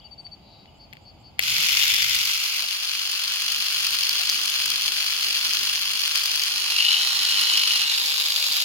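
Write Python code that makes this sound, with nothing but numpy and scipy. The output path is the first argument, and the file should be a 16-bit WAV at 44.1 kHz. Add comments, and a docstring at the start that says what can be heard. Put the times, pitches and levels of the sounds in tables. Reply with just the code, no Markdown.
"""A bird trills over the rumble of the neighbourhood in a quiet garden, buzzes once, then gives three two-voiced calls.
A thumb creaks on a button and snaps it home: an electric toothbrush starts and is held to a tomato flower stalk.
Its loose drive knocks several times in each of some 49 strokes a second, a hissing buzz coloured by shell and hold.
Hard single slaps of the head stand out, and the rumble soon sinks away. Later the shell chatters and sings
in a looser grip, as the brush is withdrawn and lowered."""
import sys
import numpy as np
from scipy import signal
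from scipy.fft import rfft, irfft
from scipy.io import wavfile
from scipy.ndimage import uniform_filter1d

SR = 44100
rng = np.random.default_rng(int(sys.argv[2]) if len(sys.argv) > 2 else 0)


def wav_record(signal):
    """Record a signal, one row per channel, as 16-bit PCM in the file named by sys.argv[1]."""
    frames = np.transpose(np.atleast_2d(signal))
    bounded = np.clip(frames, -1, 1)
    # unit amplitude maps onto the largest positive 16-bit level
    quanta = np.round(bounded * 32767).astype(np.int16)
    wavfile.write(sys.argv[1], SR, quanta)


N = 381024
TIME = np.arange(N) / SR   # seconds

# Loudness curve of the brush. Each row: time in seconds, relative level in dB.
BRUSH_LOUDNESS = [(1.45, -25.5), (1.6, -23.5), (1.82, -21.5), (2.15, -24), (2.45, -27), (2.75, -29),
                  (3.2, -27.5), (3.95, -25), (5.0, -26), (5.55, -25), (5.95, -26.5), (6.15, -25),
                  (6.62, -27), (7.4, -24.5), (8.0, -26), (8.64, -24.5)]
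# Hand movement. Each row: time in seconds, hold (0 lifted, 1 on the stalk, 2 withdrawn, 3 lowered; fractions blend).
HAND = [(1.4, 0.35), (2.0, .01), (2.7, 0.99), (6.45, 0.99), (6.8, 1.43), (7.2, 1.83), (7.75, 1.36),
        (8.0, 2.94), (8.25, 2.98)]
# Swell of the low air and the drone. Each row: time in seconds, relative level in dB.
LOW_AIR_SWELL = [(2.4, -2.5), (3.35, -0.5), (3.75, -1), (3.95, 2.5), (5.7, 3.5), (6.1, -1), (7.0, 3),
                 (7.6, 4), (8.6, -0.5)]


def from_db(db):
    """Decibels to gain."""
    return 10 ** (np.asarray(db) / 20)


def rms_one(x):
    """Scale to unit power."""
    return x / np.sqrt(np.mean(x ** 2) + 1e-20)


def in_time(rows):
    """Each column of a curve, read at every sample."""
    s, *columns = np.transpose(rows)
    return [np.interp(TIME, s, column) for column in columns]


def at_hz(points, hz, axis=1):
    """Read one column of a spectrum on a log-frequency axis."""
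    points = np.array(points)
    return np.interp(np.log(hz + 1), np.log(points[:, 0]), points[:, axis])


def filtered(x, hz, kind, order=2):
    """Causal Butterworth filter: low-, high- or band-pass."""
    return signal.sosfilt(signal.butter(order, hz, kind, fs=SR, output="sos"), x)


def ring(x, hz, t60):
    """A resonance: a unit click sets a decaying sine ringing."""
    radius = from_db(-60 / (t60 * SR))
    w = 2 * np.pi * hz / SR
    return signal.lfilter([0, np.sin(w)], [1, -2 * radius * np.cos(w), radius * radius], x + 1e-18)


def struck(push, modes):
    """A struck body: every mode rings after each click, with alternating sign."""
    return sum((-1) ** k * from_db(db) * ring(push, hz, t60) for k, (hz, db, t60) in enumerate(modes))


def fade(x, seconds):
    """Each click leaves an exponential tail."""
    return signal.lfilter([1], [1, -np.exp(-1 / (seconds * SR))], x + 1e-18)


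def clicks(times, sizes):
    """Impulses at the given times."""
    return np.bincount(np.clip(np.asarray(times) * SR, 0, N - 1).astype(int), sizes, N)


def late(x, ms):
    """Delay by some milliseconds."""
    lag = int(round(ms * SR / 1000))
    return np.roll(x, lag, axis=-1) * (np.arange(N) >= lag)


def wavering(depth_db, rate_hz):
    """A gain that wanders at random."""
    return from_db(depth_db * rms_one(filtered(rng.standard_normal(N), rate_hz, "low")))


def bird_notes():
    """The song as notes: start in s, length in s, pitch in Hz, fall in Hz, relative dB, roughness 0-1."""
    clear = 0.064   # roughness of a clear whistle
    # a trill of even notes sinks in pitch and swells to full level
    notes = []
    for k in range(6):
        level_db = min(-46.5 + 2 * k, -40)
        notes.append((-.031 + k * .0686, .042, 4640 - k * 20, 30, level_db, clear))

    # One buzzy note of several voices at once. 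Each row: pitch in Hz, relative level in dB, roughness 0-1.
    buzz_voices = [(4570, -60.5, 0.09), (4530, -60, 1.0), (3940, -59, 0.45)]
    notes += [(0.4, 0.29, hz, 0, db, rough) for hz, db, rough in buzz_voices]

    # Two-voiced calls, each led in by a thin rising lisp. Each row: start in seconds, relative level in dB.
    calls = [(.788, -50), (1.045, -49.5), (1.23, -50)]
    call_s = 0.078
    for s, db in calls:
        lisp = (s - 0.042, 0.05, 7370, -630, db - 22, 1)
        lower_voice = (s, call_s, 4480, 20, db, clear)
        upper_voice = (s, call_s, 4790, 0, db - 6, 0.26)
        notes += [lisp, lower_voice, upper_voice]

    # Faint chirps of other birds. Each row: start in seconds, length in seconds, pitch in Hz, fall in Hz,
    # relative level in dB, roughness 0-1.
    chirps = [(0, 0.048, 3170, -650, -54, 0.6), (.025, 0.073, 2900, 120, -56, 0.3),
              (.18, .09, 8250, -350, -75, .4), (.67, 0.04, 2920, 40, -56, 0.25),
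              (.735, 0.056, 2990, 0, -64, .3)]
    return notes + list(chirps)


def bird(level_db=2, pan_db=3.5, arch_hz=75, rasp_hz=300, echo_db=-17, echo_s=.07, flutter_db=1, flutter_hz=90):
    """Slightly arched whistles, roughened by random pitch jitter, with a thin echo from the trees."""
    song = np.zeros(N)
    for s, length, hz, fall_hz, db, rough in bird_notes():
        at = np.flatnonzero((TIME > s) & (TIME < s + length))
        u = (TIME[at] - s) / length   # 0 to 1 through the note
        rasp = rms_one(uniform_filter1d(rng.standard_normal(SR), size=50))[:len(at)]
        arch = np.sin(np.pi * u) - np.pi / 4
        pitch = hz + fall_hz * (.5 - u) + arch_hz * arch + rasp_hz * rough * rasp
        whistle = np.sin(2 * np.pi * np.cumsum(pitch) / SR)
        song[at] += from_db(db + level_db) * np.sin(np.pi * u) * whistle
    song = song * wavering(flutter_db, flutter_hz)
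    trees = rng.standard_normal((2, SR // 2)) * np.exp(-TIME[:SR // 2] / echo_s)
    trees = trees / np.sqrt(np.sum(trees[0] ** 2))
    echo = signal.oaconvolve(song[None], trees, axes=1)[:, :N]
    return (song + from_db(echo_db) * echo) * from_db([[pan_db], [-pan_db]])


def air(spectrum, top_hz):
    """Smooth distant noise of unit power, most alike in both ears in the bass."""
    # Each row: frequency in Hz, left-right likeness from 0 to 1.
    likeness = [(30, 1), (125, 0.89), (300, 0.53), (1000, 0.46), (3000, 0), (16000, 0.076)]
    hz = np.fft.rfftfreq(N, 1 / SR)
    mid, side = rfft(rng.standard_normal((2, N))) * from_db(at_hz(spectrum, hz)) * (hz < top_hz)
    alike = np.clip(at_hz(likeness, hz), -1, 1)
    return rms_one(irfft(np.sqrt(1 + alike) * mid + np.sqrt(1 - alike) * side * [[1], [-1]], N))


def band_of_air(edges_hz):
    """One narrow band of distant noise; unit power."""
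    return rms_one(filtered(air([(20, 0), (2000, 0)], top_hz=2000), edges_hz, "band", order=3))


def patchy(x, depth_db=2.5, rate_hz=7, edges_hz=(20, 90, 170, 280, 400, 2000)):
    """Each band of the low air comes and goes by itself; unit power."""
    hz = np.fft.rfftfreq(N, 1 / SR)
    spectrum = rfft(x)
    bands = [irfft(spectrum * ((hz >= low) & (hz < high)), N) for low, high in zip(edges_hz, edges_hz[1:])]
    return rms_one(sum(band * wavering(depth_db, rate_hz) for band in bands))


def low_air():
    """Soft low noise in restless bands, with a faint flickering band above it."""
    # Each row: frequency in Hz, relative density in dB.
    low_spectrum = [(88, -19), (150, -6.5), (200, -5), (292, 0.5), (365, -5), (420, -1.5), (480, -6),
                    (700, -43), (1190, -120)]
    level = from_db(-60 + in_time(LOW_AIR_SWELL)[0])
    bed = level * wavering(1.7, 7.1) * patchy(air(low_spectrum, top_hz=498))
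    flicker = from_db(-68.5) * wavering(7.5, 7) * band_of_air((630, 790))
    return bed + flicker


def drone(pitch_hz=113, t60=0.17, level_db=-68.5, waver_db=3.5, waver_hz=9.1):
    """Noise through one narrow resonance: a faint far drone that wavers at random and swells once."""
    tone = rms_one(ring(filtered(rng.standard_normal(N), [70, 200], "band"), pitch_hz, t60))
    swell_db = 6 * np.exp(-((TIME - 3.95) / 0.11) ** 2)   # centre and width in seconds
    return tone * wavering(waver_db, waver_hz) * from_db(level_db + swell_db + in_time(LOW_AIR_SWELL)[0])


def garden():
    """Shaped noise: distant rumble, the low air and drone left when it sinks, and a faint hiss."""
    # Spectrum of the distant rumble. Each row: frequency in Hz, relative density in dB.
    rumble_spectrum = [(15, -41), (25, -24), (54, -0.5), (112, -0.5), (352, -11), (426, -16.5), (744, -8.5),
                       (885, -10), (966, -16), (1600, -44), (2080, -74), (3520, -120)]
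    # Course of the rumble. Each row: time in seconds, relative level in dB.
    rumble_course = [(0, -0.5), (2.2, 1), (2.45, -16), (2.7, -22), (8.64, -20)]
    # Hiss of foliage and insects. Each row: frequency in Hz, relative density in dB.
    foliage = [(550, -20), (710, -16), (1200, 1), (1820, -10.5), (2100, -1.5), (3000, 3.5), (4040, -6.5),
               (4620, 1), (5200, -3), (5600, -30), (6100, -22), (6500, -8), (7340, -16), (8100, -25),
               (10300, -21), (12000, -19), (15600, -23), (22000, -120)]
    rumble = from_db(in_time(rumble_course)[0])
    out = from_db(-52) * rumble * air(rumble_spectrum, top_hz=16000)
    out += np.clip(1 - rumble, 0, 1) * (low_air() + drone())
    # a soft low swell as the motor starts: centre and width in seconds
    swell = np.exp(-((TIME - 1.56) / 0.11) ** 2)
    out += from_db(-51) * swell * band_of_air((110, 210))
    return out + from_db(-60) * air(foliage, top_hz=16000)


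def insect(pitch_hz=4640, t60=0.053, level_db=-67.5):
    """A far insect's thin whine: noise through one narrow resonance."""
    return from_db(level_db) * rms_one(ring(rng.standard_normal((2, N)), pitch_hz, t60))


def switch(level_db=1, pan_db=4, lag_ms=0.26, crack_db=-4, crack_s=0.0015, soft_hz=3800, thin_hz=750):
    """The button creaks dully under the thumb, then snaps home: clicks ring the modes of switch and shell."""
    # Each row: time in seconds, relative level in dB, hardness 0-1.
    thumb = [(.266, -41, 0), (.657, -44, 0), (.928, -34, 0), (0.933, -30, 0.3), (.944, -50, 0.3),
             (.953, -45, 0.2), (0.969, -37, 0.13), (1.385, -39, .03), (1.391, -27, 0.5), (1.393, -4, 0.4),
             (1.402, -19, 0.14)]
    # Modes of switch and shell. Each row: frequency in Hz, relative level in dB, 60 dB decay in seconds.
    switch_modes = [(754, -23, 0.011), (2020, 7.5, 0.004), (2390, 8.5, 0.0033), (2680, -4.5, 0.016),
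                    (3280, -2, 0.0058), (4280, -4, 0.018), (5000, 2.5, 0.0068), (7150, -13, .004),
                    (12100, -15.5, .003)]
    s, db, hardness = np.transpose(thumb)
    size = from_db(db + level_db)
    hard = clicks(s, size * hardness)
    soft = filtered(clicks(s, size * (1 - hardness)), soft_hz, "low", order=3)
    crack = from_db(crack_db) * fade(hard, crack_s) * rng.standard_normal(N)
    body = filtered(struck(hard + soft, switch_modes) + crack, thin_hz, "high")
    return np.array([late(body, lag_ms) * from_db(pan_db), body * from_db(-pan_db)])


def by_hold(values):
    """A quantity that glides between its values in the four holds as the hand moves."""
    return np.interp(in_time(HAND)[0], np.arange(len(values)), values)


def rattle(uneven_db=3.5, jitter_s=0.00033, contact_s=0.00068, after_s=0.0087, after_db=-13, rub_db=-18):
    """Force envelope of the drive: knocks at near-fixed points of the stroke over the rubbing of the gears."""
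    # Drive speed, climbing after the start, with a small rise and dip near 6 s.
    # Each row: time in seconds, strokes per second.
    speed = [(1.39, 47.35), (2.3, 48.2), (3.3, 49.27), (5.6, 49.33), (6.1, 49.93), (6.6, 48.88),
             (7.3, 49.48), (8.3, 49.62)]
    # Contacts within one stroke. Each row: share of the cycle, relative level in dB.
    contacts = [(0, 0), (0.16, -23), (0.35, -2.5), (0.582, -3.5), (.76, 0), (0.829, -2)]
    # How hard the play in the drive knocks against the rubbing: one relative dB for each hold.
    play_in_hold = (-10.5, -4, -9, -6)
    loud_db = in_time(BRUSH_LOUDNESS)[0]
    play_db = by_hold(play_in_hold) + loud_db - loud_db.mean()   # a louder brush knocks harder
    turns = np.cumsum(in_time(speed)[0]) / SR
    turns = turns - np.interp(4.2358, TIME, turns) % 1   # a stroke begins at this second
    strokes = np.arange(int(turns[-1]))
    hits = np.zeros(N)
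    for share, level_db in contacts:
        chance = rng.standard_normal((len(strokes), 2))
        times = np.interp(strokes + share, turns, TIME) + jitter_s * chance[:, 0]
        hits += clicks(times, from_db(level_db + uneven_db * np.minimum(chance[:, 1], 1)))
    power = (hits * from_db(play_db)) ** 2
    # short contact, longer after-rattle, steady rubbing
    power = fade(power, contact_s) + from_db(after_db) ** 2 * fade(power, after_s) + from_db(rub_db) ** 2
    return np.sqrt(power / uniform_filter1d(power, SR // 6))   # evens out the slow level


def minimum_phase(log_gain):
    """Phase of the causal filter that has this log gain."""
    cepstrum = irfft(log_gain)
    half = len(cepstrum) // 2
    return np.imag(rfft(2 * cepstrum[:half], 2 * half))


def coloured(common, scattered, colour, lead, size=1024):
    """Straight and scattered rattle in both ears, in one hold's colour, with the bass filtered out."""
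    # Share that arrives straight, not scattered by leaves. Each row: frequency in Hz, share 0-1.
    direct = [(1000, 0.49), (2400, 0.39), (4800, 0.36), (6500, 0.32), (8500, .22), (15000, 0.14)]
    hz = np.fft.rfftfreq(size, 1 / SR)
    gains = from_db([at_hz(colour, hz, axis=1), at_hz(colour, hz, axis=2)])
    left_only = np.array([[1], [0]])
    phase = minimum_phase(np.log(gains).mean(0)) + at_hz(lead, hz) * left_only
    response = gains * np.exp(1j * phase)
    share = np.clip(at_hz(direct, hz), 0, 1)
    out = 0
    for x, part in ((np.array([common, common]), share), (scattered, 1 - share)):
        # room ahead of the main tap lets an ear lead
        taps = np.roll(irfft(response * np.sqrt(part)), size // 8, axis=1)
        out = out + signal.oaconvolve(x, taps, axes=1)[:, size // 8:][:, :N]
    return filtered(out, 654, "high", order=8)


def looseness():
    """Gain of the shell's singing: it swells, holds and is damped again with each loosening of the grip."""
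    # Each row: start in seconds, length in seconds, relative level in dB.
    loose_grips = [(6.806, 0.17, -26.5), (7.254, 0.36, -29), (7.706, .15, -30)]
    loosen_db_per_s, tighten_db_per_s = 108, 137
    gain = from_db(-44)   # in a firm grip
    for s, length, db in loose_grips:
        before_s = np.maximum(s - TIME, 0)
        after_s = np.maximum(TIME - s - length, 0)
        gain = gain + from_db(db - loosen_db_per_s * before_s - tighten_db_per_s * after_s)
    return gain


def slid(x, shift_hz):
    """Move a ringing up or down in pitch by a changing amount; unit power."""
    return rms_one(np.real(signal.hilbert(x) * np.exp(2j * np.pi * np.cumsum(shift_hz) / SR)))


def shell(drive, ring_hz=2960, ring_t60=0.012, upper_hz=4200, upper_t60=0.0048, upper_db=-3, pan_db=3.0,
          chatter_t60=0.02, chatter_upper_db=-8):
    """Loosely held, the shell rings in two modes, and now and then chatters against the drive."""
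    # The modes slide as the fingers shift. Each row: time in seconds, shift of the lower in Hz, of the upper in Hz.
    finger_slide = [(6.76, -170, 229.5), (6.86, -49, 31.5), (6.95, 60, -150), (7.3, 50, 110.5),
                    (7.6, 9.5, 130), (7.85, -89, 1)]
    # Single chatters. Each row: time in seconds, relative level in dB.
    chatters = [(6.802, -12), (6.824, -19), (6.856, -12), (6.865, -8), (6.8837, -7), (6.904, -13),
                (6.917, -16), (6.923, -17), (6.942, -7.5), (6.967, -14)]
    force = filtered(drive * rng.standard_normal(N), [2200, 5000], "band")
    lower_shift, upper_shift = in_time(finger_slide)
    lower = slid(ring(force, ring_hz, ring_t60), lower_shift)
    upper = slid(ring(force, upper_hz, upper_t60), upper_shift)
    sing = (lower + from_db(upper_db) * upper) * looseness()
    s, db = np.transpose(chatters)
    modes = [(ring_hz, 0, chatter_t60), (upper_hz, chatter_upper_db, upper_t60)]
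    chatter = struck(clicks(s, from_db(db)), modes)
    both = sing + filtered(chatter, [2200, 5000], "band")
    return np.array([late(both, .32) * from_db(pan_db), both * from_db(-pan_db)])   # later in the left ear


def toothbrush(brush_db=1.88, treble_db=14.0, grain_db=3.5, start_s=1.393, spin_up_s=0.024):
    """The rattle drives noise through the shell; each hold has its own colour and direction."""
    # Colour in each hold. Each row: frequency in Hz, left level in dB, right level in dB, both relative.
    lifted = [(520, -37, -55), (850, -22.5, -35), (1110, -23.5, -26.5), (2060, -0.5, -11.5),
              (2380, 1.5, -20.5), (3430, 4, 1.5), (3460, 7, -23), (4340, -13.5, -3.5), (5430, -4, -7),
              (6400, -15, -10.5), (7260, -22, -9), (8150, -31, -25), (9600, -24, -20), (12900, -27, -15.5),
              (15700, -21, -27)]
    on_stalk = [(470, -19, -15.5), (903, -19, -24), (1067, -12.5, -14), (2270, -6, -10.5), (2210, -3, -6.5),
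                (3340, 5, 0), (3880, -4.5, -9), (4200, 4, 1), (4720, 0.5, -1.5), (4910, 3.5, 3),
                (5290, -6.5, -4), (6260, -7.5, -7), (6970, -17, -12), (8280, -21.5, -22), (10700, -14, -14),
                (10900, -20.5, -18), (16000, -22, -21.5)]
    withdrawn = [(544, -31, -20.5), (836, -12.5, -14), (1170, -13.5, -11.5), (1820, -3, -7),
                 (2140, -10, -7.5), (3200, -1, 1), (3650, 2.5, 1), (4280, 2.5, 8), (4540, -7, -3),
                 (5350, -1, 3.5), (5760, -8, -6.5), (7300, -10.5, -9.5), (8300, -17, -15.5),
                 (10200, -11.5, -11), (13300, -17, -14.5), (15800, -13, -25)]
    lowered = [(533, -12, -4.5), (666, -19.5, -19.5), (1200, -15.5, -15), (1970, -12.5, -14.5),
               (2370, -5, -5), (2800, 0.5, -4.5), (3120, -1, -7), (3650, 1.5, 0), (4300, 0.5, -2.5),
               (4880, 3, 1), (5660, -12.5, -9.5), (7260, -12.5, -10.5), (8550, -24, -24),
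               (10100, -17, -15.5), (11000, -21, -18), (12000, -19, -15), (15500, -19, -22)]
    # One curve for each hold: how far the left ear leads. Each row: frequency in Hz, phase in radians.
    left_leads = ([(1000, -.2), (2400, -4.6), (4000, -8.2), (5600, -9), (6500, -10.3), (9000, -11.2),
                  (16000, -11.5)], [(1400, .1), (2200, 2.5), (3000, 2.1), (4100, 3.9), (4900, 4.9),
                  (5600, 2.4), (6900, 1.2), (8400, 2.4), (10200, .5), (11500, 1.7), (13500, .6),
                  (16000, 2.2)], [(900, -.1), (1500, -1.8), (2400, -4.8), (3200, -6.3), (4400, -8.2),
                  (5500, -10.3), (7200, -13.4), (11000, -19), (16000, -28)], [(1000, -.2), (1800, -2.6),
                  (2700, -4.4), (3400, -6.8), (4400, -8.8), (5500, -11), (7200, -14.6), (11000, -21),
                  (16000, -31)])
    # How much treble is aimed at the listener: one relative dB for each hold.
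    aim_in_hold = (-10, -10, -15, -10)
    spin_up = (1 - np.exp(-np.maximum(TIME - start_s, 0) / spin_up_s)) ** 2
    drive = rattle() * spin_up
    grain = rms_one(from_db(grain_db * rng.standard_normal(N)))   # each contact is a cluster of tiny slips
    level = from_db(in_time(BRUSH_LOUDNESS)[0] + brush_db)
    force = drive * grain * level * rng.standard_normal((3, N))   # one common, two scattered
    hold = in_time(HAND)[0]
    out = 0
    for k, (colour, lead) in enumerate(zip((lifted, on_stalk, withdrawn, lowered), left_leads)):
        pair = coloured(force[0], force[1:], colour, lead)
        nearness = np.sqrt(np.clip(1 - abs(hold - k), 0, 1))
        out = out + pair * np.std(force) / np.std(pair) * nearness
    # the treble beams, so it follows the aim of the head
    treble = signal.sosfiltfilt(signal.butter(2, 8000, "high", fs=SR, output="sos"), out)
    return out + treble * (from_db(by_hold(aim_in_hold) + treble_db) - 1) + shell(drive)


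def knocks(level_db=-2, bounce_ms=.42, bounce_db=-9, lag_ms=.7, pan_db=1, crack_db=-3.0, crack_s=0.001):
    """Now and then the head slaps its shaft with a dry crack and bounces once; no two slaps ring alike."""
    # Single hard slaps. Each row: time in seconds, relative level in dB, left over right in relative dB.
    slaps = [(1.4243, -19, -1), (1.6934, -20, 4), (1.7176, -18, .5), (1.8534, -18, -3), (1.943, -12, -7),
             (1.9644, -14, -1), (2.0272, -13, .5), (2.0822, -20, 3), (2.094, -12, 1.5), (2.1461, -14, -2),
             (2.153, -11, -3), (2.2147, -13.5, 0), (2.2513, -13.5, -2), (2.3752, -15, 4),
             (3.1158, -15.5, -4), (3.5197, -13, .5), (3.7078, -18, -1), (3.769, -19, 1.5),
             (3.8666, -13, 1.5), (3.9064, -16.5, -2), (3.9303, -16.5, 1.5), (4.0345, -13, 0),
             (4.0924, -12, -5), (4.215, -20, 1.5), (4.2343, -16, 0), (4.2968, -8, 0), (4.4576, -13, 6),
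             (4.499, -15, 1), (4.6577, -11, 1), (4.7024, -12.5, -1), (5.2094, -19, 5), (5.5338, -11, -1),
             (5.5942, -21, .5), (5.7945, -20, 1), (6.0774, -17, 4), (6.157, -10.5, 2), (6.2379, -13, 1),
             (6.2575, -11.5, 0), (6.3144, -17, -2), (6.3583, -12, -1), (6.395, -13, 1), (6.418, -17, -2),
             (6.4356, -13, -1), (6.9845, -21, .5), (7.251, -12, 0), (7.4111, -12.5, -3), (7.5127, -19, .5),
             (7.5723, -12.5, 2)]
    # Modes of the brush head. Each row: frequency in Hz, relative level in dB, 60 dB decay in seconds.
    head_modes = [(2780, -5.5, 0.0021), (4390, -3.5, 0.0079), (4950, 0.5, 0.0077), (6220, -4, 0.0057),
                  (10250, -5, 0.0017), (13600, -11, 0.0023)]
    s, db, side_db = np.transpose(slaps)
    mode_db = 2.5 * rng.standard_normal((len(s), len(head_modes)))
    ears = []
    for sign in (1, -1):
        size = from_db(db + level_db + sign * (side_db / 2 + pan_db))
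        body = 0
        for k, mode in enumerate(head_modes):
            body = body + (-1) ** k * struck(clicks(s, size * from_db(mode_db[:, k])), [mode])
        crack = from_db(crack_db) * fade(clicks(s, size), crack_s) * rng.standard_normal(N)
        slap = body + from_db(bounce_db) * late(body, bounce_ms) + crack
        ears.append(filtered(late(slap, lag_ms), 2100, "high", order=3))
    return np.array(ears)


def hollowed(pair, centre_hz=576, sway_hz=46.4, width_hz=140, sway_rate_hz=9):
    """A wandering notch takes out the low mids while the brush runs."""
    # Depth of the hollow. Each row: time in seconds, share taken out 0-1.
    hollow_depth = [(1.45, 0), (1.95, 0.96), (2.5, 0.49), (7.7, 0.32), (8.1, .1)]
    centre = centre_hz + sway_hz * rms_one(filtered(rng.standard_normal(N), sway_rate_hz, "low"))
    carrier = np.exp(2j * np.pi * np.cumsum(centre) / SR)
    # shift the centre down to zero, keep a narrow band, shift it back
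    band = signal.sosfiltfilt(signal.butter(2, width_hz / 2, fs=SR, output="sos"), pair / carrier)
    return pair - np.clip(in_time(hollow_depth)[0], 0, 1) * 2 * np.real(band * carrier)


def scene():
    """Birds, switch and brush over the garden air."""
    return bird() + insect() + switch() + hollowed(toothbrush() + garden()) + knocks()


def record(dry):
    """The highest peaks are rounded, the top is cut."""
    return signal.sosfilt(signal.ellip(10, .1, 80, 15850, fs=SR, output="sos"), np.tanh(dry))


dry = scene()
out = record(dry)
wav_record(out)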